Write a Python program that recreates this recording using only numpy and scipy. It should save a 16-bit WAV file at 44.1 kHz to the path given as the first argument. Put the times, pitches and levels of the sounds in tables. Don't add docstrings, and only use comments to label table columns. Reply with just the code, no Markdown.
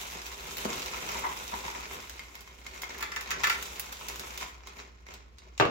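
import sys
import numpy as np
from scipy import signal
from scipy.fft import rfft, irfft, next_fast_len
from scipy.io import wavfile
from scipy.ndimage import map_coordinates

SR = 44100
rng = np.random.default_rng(int(sys.argv[2]) if len(sys.argv) > 2 else 0)


def transcribe(signal):
    frames = np.atleast_2d(signal).T
    limited = np.clip(frames, -1, 1)
    pcm = np.round(limited * 32767).astype(np.int16)
    wavfile.write(sys.argv[1], SR, pcm)


N = 251370

# (time [s], tumbling level [dB], crinkle level [dB])
POUR_LEVELS = [(0, -42.5, -46.5), (0.17, -47, -55), (0.56, -44, -50.5), (0.69, -40.5, -48.5),
               (1.1, -40, -50), (1.42, -44.5, -51.5), (1.75, -42, -53.5), (1.85, -47, -55),
               (2.28, -54, -64), (2.56, -56.5, -67), (2.79, -47.5, -60), (3.38, -44.5, -61),
               (3.55, -43, -46), (3.7, -47, -55), (4.08, -46, -55), (4.36, -50, -56), (4.58, -58.5, -87),
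               (5.35, -70, -84)]
# (time [s], tumbling level [dB], crinkle level [dB])
BAG_JERKS = [(0.695, -35.5, -48), (1.93, -41.5, -52), (4.404, -39, -49.5), (4.67, -54.5, -81),
             (4.767, -44.5, -63), (5.106, -46, -70), (5.425, -55, -90), (5.53, -61.5, -87)]
# (time [s], peak level [dB], treble share [dB])
FILM_SNAPS = [(0.12, -37, -13), (0.2657, -31, -16), (0.5096, -34, -27), (0.57, -28, -13), (0.5825, -34, -9),
              (1.0896, -28, -22), (1.1148, -34, -12), (1.479, -27.5, -23), (2.0965, -30.5, -19),
              (2.3527, -45, -7), (2.4073, -38, -13), (2.82, -27.5, -16), (2.982, -37, -12),
              (3.21, -31, -14), (3.6264, -25.5, -15.5), (3.7965, -25, -10), (3.925, -31, -13.5),
              (4.085, -26.5, -12), (4.1587, -31.5, -17), (4.1957, -27, -16.5), (4.376, -28, -16),
              (5.1396, -35.5, -22), (5.3846, -39, -44), (5.5784, -31, -31)]
# (time [s], level [dB])
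DULL_DROPS = [(0.6541, -3), (1.533, -16)]
# (start [s], length [s], level [dB])
CASE_SLIDES = [(1.143, 0.11, -45), (1.243, 0.033, -35), (1.301, 0.0079, -36), (1.524, 0.019, -38.5),
               (1.627, 0.13, -47)]
# (time [s], peak level [dB], contact tick [dB re peak])
PIECE_TAPS = [(2.194, -35.5, 1.5), (2.354, -37.5, 0), (2.476, -42, -1), (2.665, -35, 3.5),
              (2.834, -28.5, -8), (4.672, -39, 6), (5.067, -44.5, 0)]
# (time [s], peak level [dB], treble share of the contact tick [dB])
CASE_CLATTER = [(2.944, -38, -24), (3.009, -31, -15), (3.026, -24, -16.5), (3.119, -30, -28),
                (3.162, -24, -24), (3.306, -23.5, -18), (3.314, -23, -19), (3.435, -17.5, -28),
                (3.441, -17, -18), (3.471, -21, -17), (3.498, -17.5, -20)]
# (time [s], peak level [dB], edge tick [dB re peak])
BOX_KNOCKS = [(5.599, -13.5, -2), (5.609, -12, -15), (5.622, -15.5, -16), (5.652, -20.5, -6)]
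# (time [s], level [dB])
DRONE_LEVEL = [(0, -72), (.4, -59), (1.2, -65), (1.8, -89)]

# (frequency [Hz], width [Hz], level [dB])
CASE_TAP_MODES = [(1030, 350, -6.5), (2123, 86, 4.5), (3260, 190, -10)]
# (frequency [Hz], width [Hz], level [dB])
CASE_MODES = [(1196, 20, -12), (1242, 38, -2.5), (1354, 53, -4.5), (1529, 28, -0.5), (1743, 63, -3.5),
              (1920, 73, -0.5), (2049, 67, -3), (2323, 47, -2.5), (2560, 190, -9.5), (2900, 100, -18),
              (3380, 25, -15), (3790, 84, -14), (4520, 80, -24.5)]
# (frequency [Hz], width [Hz], level [dB])
WALL_MODES = [(953, 80, 4), (2030, 150, -9)]
# (frequency [Hz], width [Hz], level [dB])
BOX_MODES = [(135, 56, -4), (342, 105, 4), (503, 120, 3), (750, 180, -3), (1190, 110, 1), (1570, 77, -10),
             (2150, 84, -10), (2740, 130, -7.5)]

# (frequency [Hz], level [dB per Hz])
FELT_SPECTRUM = [(30, -23), (60, -1), (130, -6.5), (210, -6), (360, -1), (500, -2.5), (700, -9),
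                 (1500, -17), (4000, -67)]
# (frequency [Hz], level [dB per Hz])
CARD_SPECTRUM = [(100, -39), (200, -22.5), (620, -9.5), (1000, 4.5), (1300, 1.5), (1650, -4), (2150, 1),
                 (3000, -7), (4500, -10), (7000, -13.5), (9000, -37), (16000, -29)]
# (frequency [Hz], level [dB per Hz])
FILM_SPECTRUM = [(200, -27), (800, 1.5), (2000, 1.5), (3500, 6.5), (5000, -2), (7200, 5), (8800, -4.5),
                 (11000, -5), (13000, 1.5), (15800, -3.5)]
# (frequency [Hz], level [dB per Hz])
FLOOR_SPECTRUM = [(25, -35.5), (45, -7), (70, -4), (95, -17.5), (340, -23.5), (1000, -30.5), (5000, -41),
                  (16000, -88)]

# (frequency [Hz], decay [s])
ROOM_DECAY = [(150, 0.42), (1000, 0.41), (4000, 0.37), (14000, 0.13)]
# (frequency [Hz], correlation [-1 to 1])
FIELD_LIKENESS = [(100, 0.79), (300, 0.84), (650, -0.32), (1300, -0.28), (2800, -0.026), (8000, -0.035)]
# (frequency [Hz], left minus right [dB])
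MIC_TILT = [(150, -1), (800, 1), (1800, 0), (4400, -2.5), (6500, -2), (9500, 3.5), (13000, 1.5),
            (15800, -1)]

TOP_HZ = 15900
HUM_HZ = 60
SHAKE_RISE_S, SHAKE_FALL_S = 0.028, 0.058
SLIDE_RISE_S, SLIDE_FALL_S = 0.006, 0.0069
CREASES_PER_S, CREASE_DB, CREASE_SPREAD_DB, CREASE_TREBLE_DB = 14, 17, 6, -24
TAP_TREBLE_DB = -25
CLATTER_TICK_DB = -1.5


def amp(db):
    return 10 ** (np.asarray(db) / 20)


def unit(x):
    return x / np.sqrt(np.mean(x ** 2) + 1e-20)


def along(points, hz):
    f, v = np.transpose(points)
    return np.interp(np.log(hz + 1), np.log(f + 1), v)


def curves(rows):
    s, *columns = np.transpose(rows)
    t = np.arange(N) / SR
    return [np.interp(t, s, column) for column in columns]


def wobble(rate):
    knots = rng.standard_normal(int(N * rate / SR) + 4)
    return map_coordinates(knots, [np.arange(N) * rate / SR])


def swell(start_s, hold_s, rise_s, fall_s):
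    t = np.arange(N) / SR - start_s
    before = np.minimum(t, 0)
    after = np.maximum(t - hold_s, 0)
    return np.exp(before / rise_s - after / fall_s)


def filtered(x, response):
    m = next_fast_len(N + SR // 2)
    spectrum = rfft(x, m) * response(np.fft.rfftfreq(m, 1 / SR))
    return irfft(spectrum, m)[..., :N]


def click(spectrum, size=2048):
    level_db = along(spectrum, np.fft.rfftfreq(size, 1 / SR))
    cepstrum = irfft(np.log(amp(level_db)))
    cepstrum[1:size // 2] *= 2
    cepstrum[size // 2 + 1:] = 0
    pulse = irfft(np.exp(rfft(cepstrum)))
    return pulse / np.linalg.norm(pulse)


def ring(modes, size=8192):
    f = np.fft.rfftfreq(size, 1 / SR)
    response = 0
    for k, (centre, width, db) in enumerate(modes):
        damping = 1j * f * width
        response = response + (-1) ** k * amp(db) * damping / (centre * centre - f * f + damping)
    pulse = irfft(response)
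    return pulse / np.linalg.norm(pulse)


def scuff(spectrum, life_s, size=512):
    chatter = rng.standard_normal(size) * np.exp(-np.arange(size) / SR / life_s)
    pulse = signal.fftconvolve(chatter, click(spectrum))
    return pulse / np.linalg.norm(pulse)


def through(x, pulse):
    return signal.oaconvolve(x, np.atleast_2d(pulse), axes=1)[:, :N]


def contacts(times, sizes, lag_s):
    lag, sign = rng.uniform(-1, 1, (len(times), 2)).T
    signed = sizes * np.sign(sign)
    channels = []
    for side in (-1, 1):
        arrival = np.round((times + side * lag * lag_s / 2) * SR)
        at = np.clip(arrival, 0, N).astype(int)
        channels.append(np.bincount(at, signed, N + 1)[:N])
    return np.array(channels)


def grains(rate, spread_db, lag_s):
    when, size = rng.random((int(rate * N / SR), 2)).T
    size_db = spread_db * np.minimum(-np.log(1 - size), 4)
    return unit(contacts(when * N / SR, amp(size_db), lag_s))


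def stream(level_db, spectrum, rate, spread_db, life_s, count):
    gain = amp(level_db) / np.sqrt(count)
    total = 0
    for _ in range(count):
        impulses = grains(rate / count, spread_db, lag_s=0.0005) * gain
        total = total + through(impulses, scuff(spectrum, life_s))
    return total


def bursts(times, db, length, follow_db, lag_s, count):
    delay = rng.exponential(1, (len(times), count)) ** 1.5
    delay[:, 0] = 0
    sizes = amp(follow_db + 2 * rng.standard_normal(delay.shape)) / np.sqrt(1 + delay)
    sizes[:, 0] = 1
    sizes *= (amp(db) / np.linalg.norm(sizes, axis=1))[:, None]
    when = times[:, None] + delay * length
    return contacts(when.ravel(), sizes.ravel(), lag_s)


def crackle(s, db, treble_db):
    body = bursts(s, db + 14.5, length=0.002, follow_db=6.0, lag_s=0.0006, count=20)
    edge = bursts(s, db + treble_db + 30, length=0.0018, follow_db=3, lag_s=0.0005, count=16)
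    dull = click([(300, -10.5), (1200, -1.0), (3200, 1.5), (5000, 1.0), (7200, 0), (9000, -15), (16000, -21.5)])
    sharp = click([(2000, -45), (7000, -22.5), (10000, -1.5), (13500, 5.5)])
    return through(body, dull) + through(edge, sharp)


def effort():
    surges = 0
    for s, *levels_db in BAG_JERKS:
        surges = surges + np.outer(amp(levels_db), swell(s, 0, SHAKE_RISE_S, SHAKE_FALL_S))
    steady = amp(curves(POUR_LEVELS))
    return 20 * np.log10(np.hypot(steady, surges))


def pieces():
    flow_db = effort()[0] + 2.12 * wobble(40)
    clicks = stream(flow_db - 2.0, CARD_SPECTRUM, rate=400, spread_db=3, life_s=0.00068, count=8)
    patter = stream(flow_db - 10, FELT_SPECTRUM, rate=500, spread_db=2.5, life_s=0.0005, count=3)
    return clicks + patter


def bag():
    film_db = effort()[1]
    crinkle_db = film_db + 4.0 + 2.2 * wobble(55)
    crinkle = stream(crinkle_db, FILM_SPECTRUM, rate=2200, spread_db=3.0, life_s=0.0005, count=6)
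    when, size = rng.random((int(CREASES_PER_S * N / SR), 2)).T
    crease_db = film_db[(when * N).astype(int)] + CREASE_DB + CREASE_SPREAD_DB * (2 * size - 1)
    creases = [(s, db, CREASE_TREBLE_DB) for s, db in zip(when * N / SR, crease_db)]
    s, db, treble_db = np.vstack([FILM_SNAPS, creases]).T
    return crinkle + crackle(s, db, treble_db)


def background():
    t = np.arange(N) / SR
    hum = amp(-55.0 + 0.6 * wobble(1.5)) * np.sin(2 * np.pi * HUM_HZ * t)
    drone = amp(curves(DRONE_LEVEL)[0]) * np.sin(2 * np.pi * 48.5 * t + 0.2 * wobble(2))
    field = diffuse(rng.standard_normal((2, N)))
    air = unit(filtered(field, lambda hz: amp(along(FLOOR_SPECTRUM, hz))))
    return np.sqrt(2) * (hum + drone) + amp(-59.5) * air


def dull_drops():
    s, db = np.transpose(DULL_DROPS)
    blow = bursts(s, db, length=0.003, follow_db=-9, lag_s=0.00056, count=4)
    knock = click([(60, -30), (130, -19), (210, 3.5), (320, -2.5), (700, -3), (1250, -0.5),
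                   (1700, -11), (9000, -34)])
    return through(blow, knock)


def case():
    pressure = 0
    for start, length, level_db in CASE_SLIDES:
        pressure = pressure + amp(level_db) * swell(start, length, SLIDE_RISE_S, SLIDE_FALL_S)
    rub = grains(rate=970, spread_db=4.5, lag_s=0.00047) * pressure
    rasp = through(rub, ring(WALL_MODES))

    s, db, treble_db = np.transpose(CASE_CLATTER)
    blows = bursts(s, db + 18.0, length=0.005, follow_db=-3.5, lag_s=0.00044, count=12)
    ticks = crackle(s, db + CLATTER_TICK_DB, treble_db)
    ringing = through(blows, ring(CASE_MODES))
    card_clicks = amp(-5.5) * through(blows, click(CARD_SPECTRUM))
    return ticks + ringing + card_clicks + rasp


def taps():
    s, db, tick_db = np.transpose(PIECE_TAPS)
    rocking = bursts(s, db + 20.0, length=0.0027, follow_db=-8, lag_s=0.0002, count=3)
    return through(rocking, ring(CASE_TAP_MODES)) + crackle(s, db + tick_db, TAP_TREBLE_DB)


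def box():
    s, db, tick_db = np.transpose(BOX_KNOCKS)
    blows = bursts(s, db + 19.5, length=0.004, follow_db=-3.5, lag_s=0.00062, count=5)
    rim = bursts(s, db + tick_db + 20.5, length=0.004, follow_db=9, lag_s=0.0005, count=16)
    edge = click([(40, -30), (200, -7), (1200, 2.0), (2800, -5.0), (4500, -12), (7200, -19.5),
                  (9500, -40), (14000, -32)])
    boom = through(blows, ring(BOX_MODES))
    thud = amp(-6.5) * through(blows, click(FELT_SPECTRUM))
    return boom + thud + through(rim, edge)


def from_left(x, lag_s):
    late = np.pad(x[1], (round(abs(lag_s) * SR), 0))[:N]
    return np.array([x[0], late])


def diffuse(pair):
    def mid_side_gains(hz):
        turn = np.arccos(np.clip(along(FIELD_LIKENESS, hz), -1, 1)) / 2
        return np.array([np.cos(turn), np.sin(turn)])

    mid, side = filtered(pair, mid_side_gains)
    return np.array([mid + side, mid - side])


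def room(x, early_db, early_s):
    hz, t, noise = signal.stft(rng.standard_normal((2, SR // 2)), SR, nperseg=256)
    fall = amp(-60 * t / along(ROOM_DECAY, hz)[:, None])
    early = 1 + amp(early_db) * np.exp(-t / early_s)
    tail = signal.istft(noise * fall * early, SR, nperseg=256)[1]
    tail = np.pad(tail, ((0, 0), (SR // 500, 0)))
    return diffuse(through(x, tail / np.linalg.norm(tail[0])))


def scene():
    on_mat = pieces() + dull_drops() + taps()
    on_left = from_left(case() + box(), lag_s=0.0007)
    sources = [on_mat, bag(), on_left]
    wet = sum(room(x, early_db=0.5, early_s=0.0058) for x in sources)
    return amp(-1.0) * sum(sources) + amp(-1.5) * wet + background()


def record(dry):
    def response(hz):
        tilt_db = np.outer([0.5, -0.5], along(MIC_TILT, hz))
        return amp(tilt_db) * (hz < TOP_HZ)

    return filtered(dry, response)


dry = scene()
out = record(dry)
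transcribe(out)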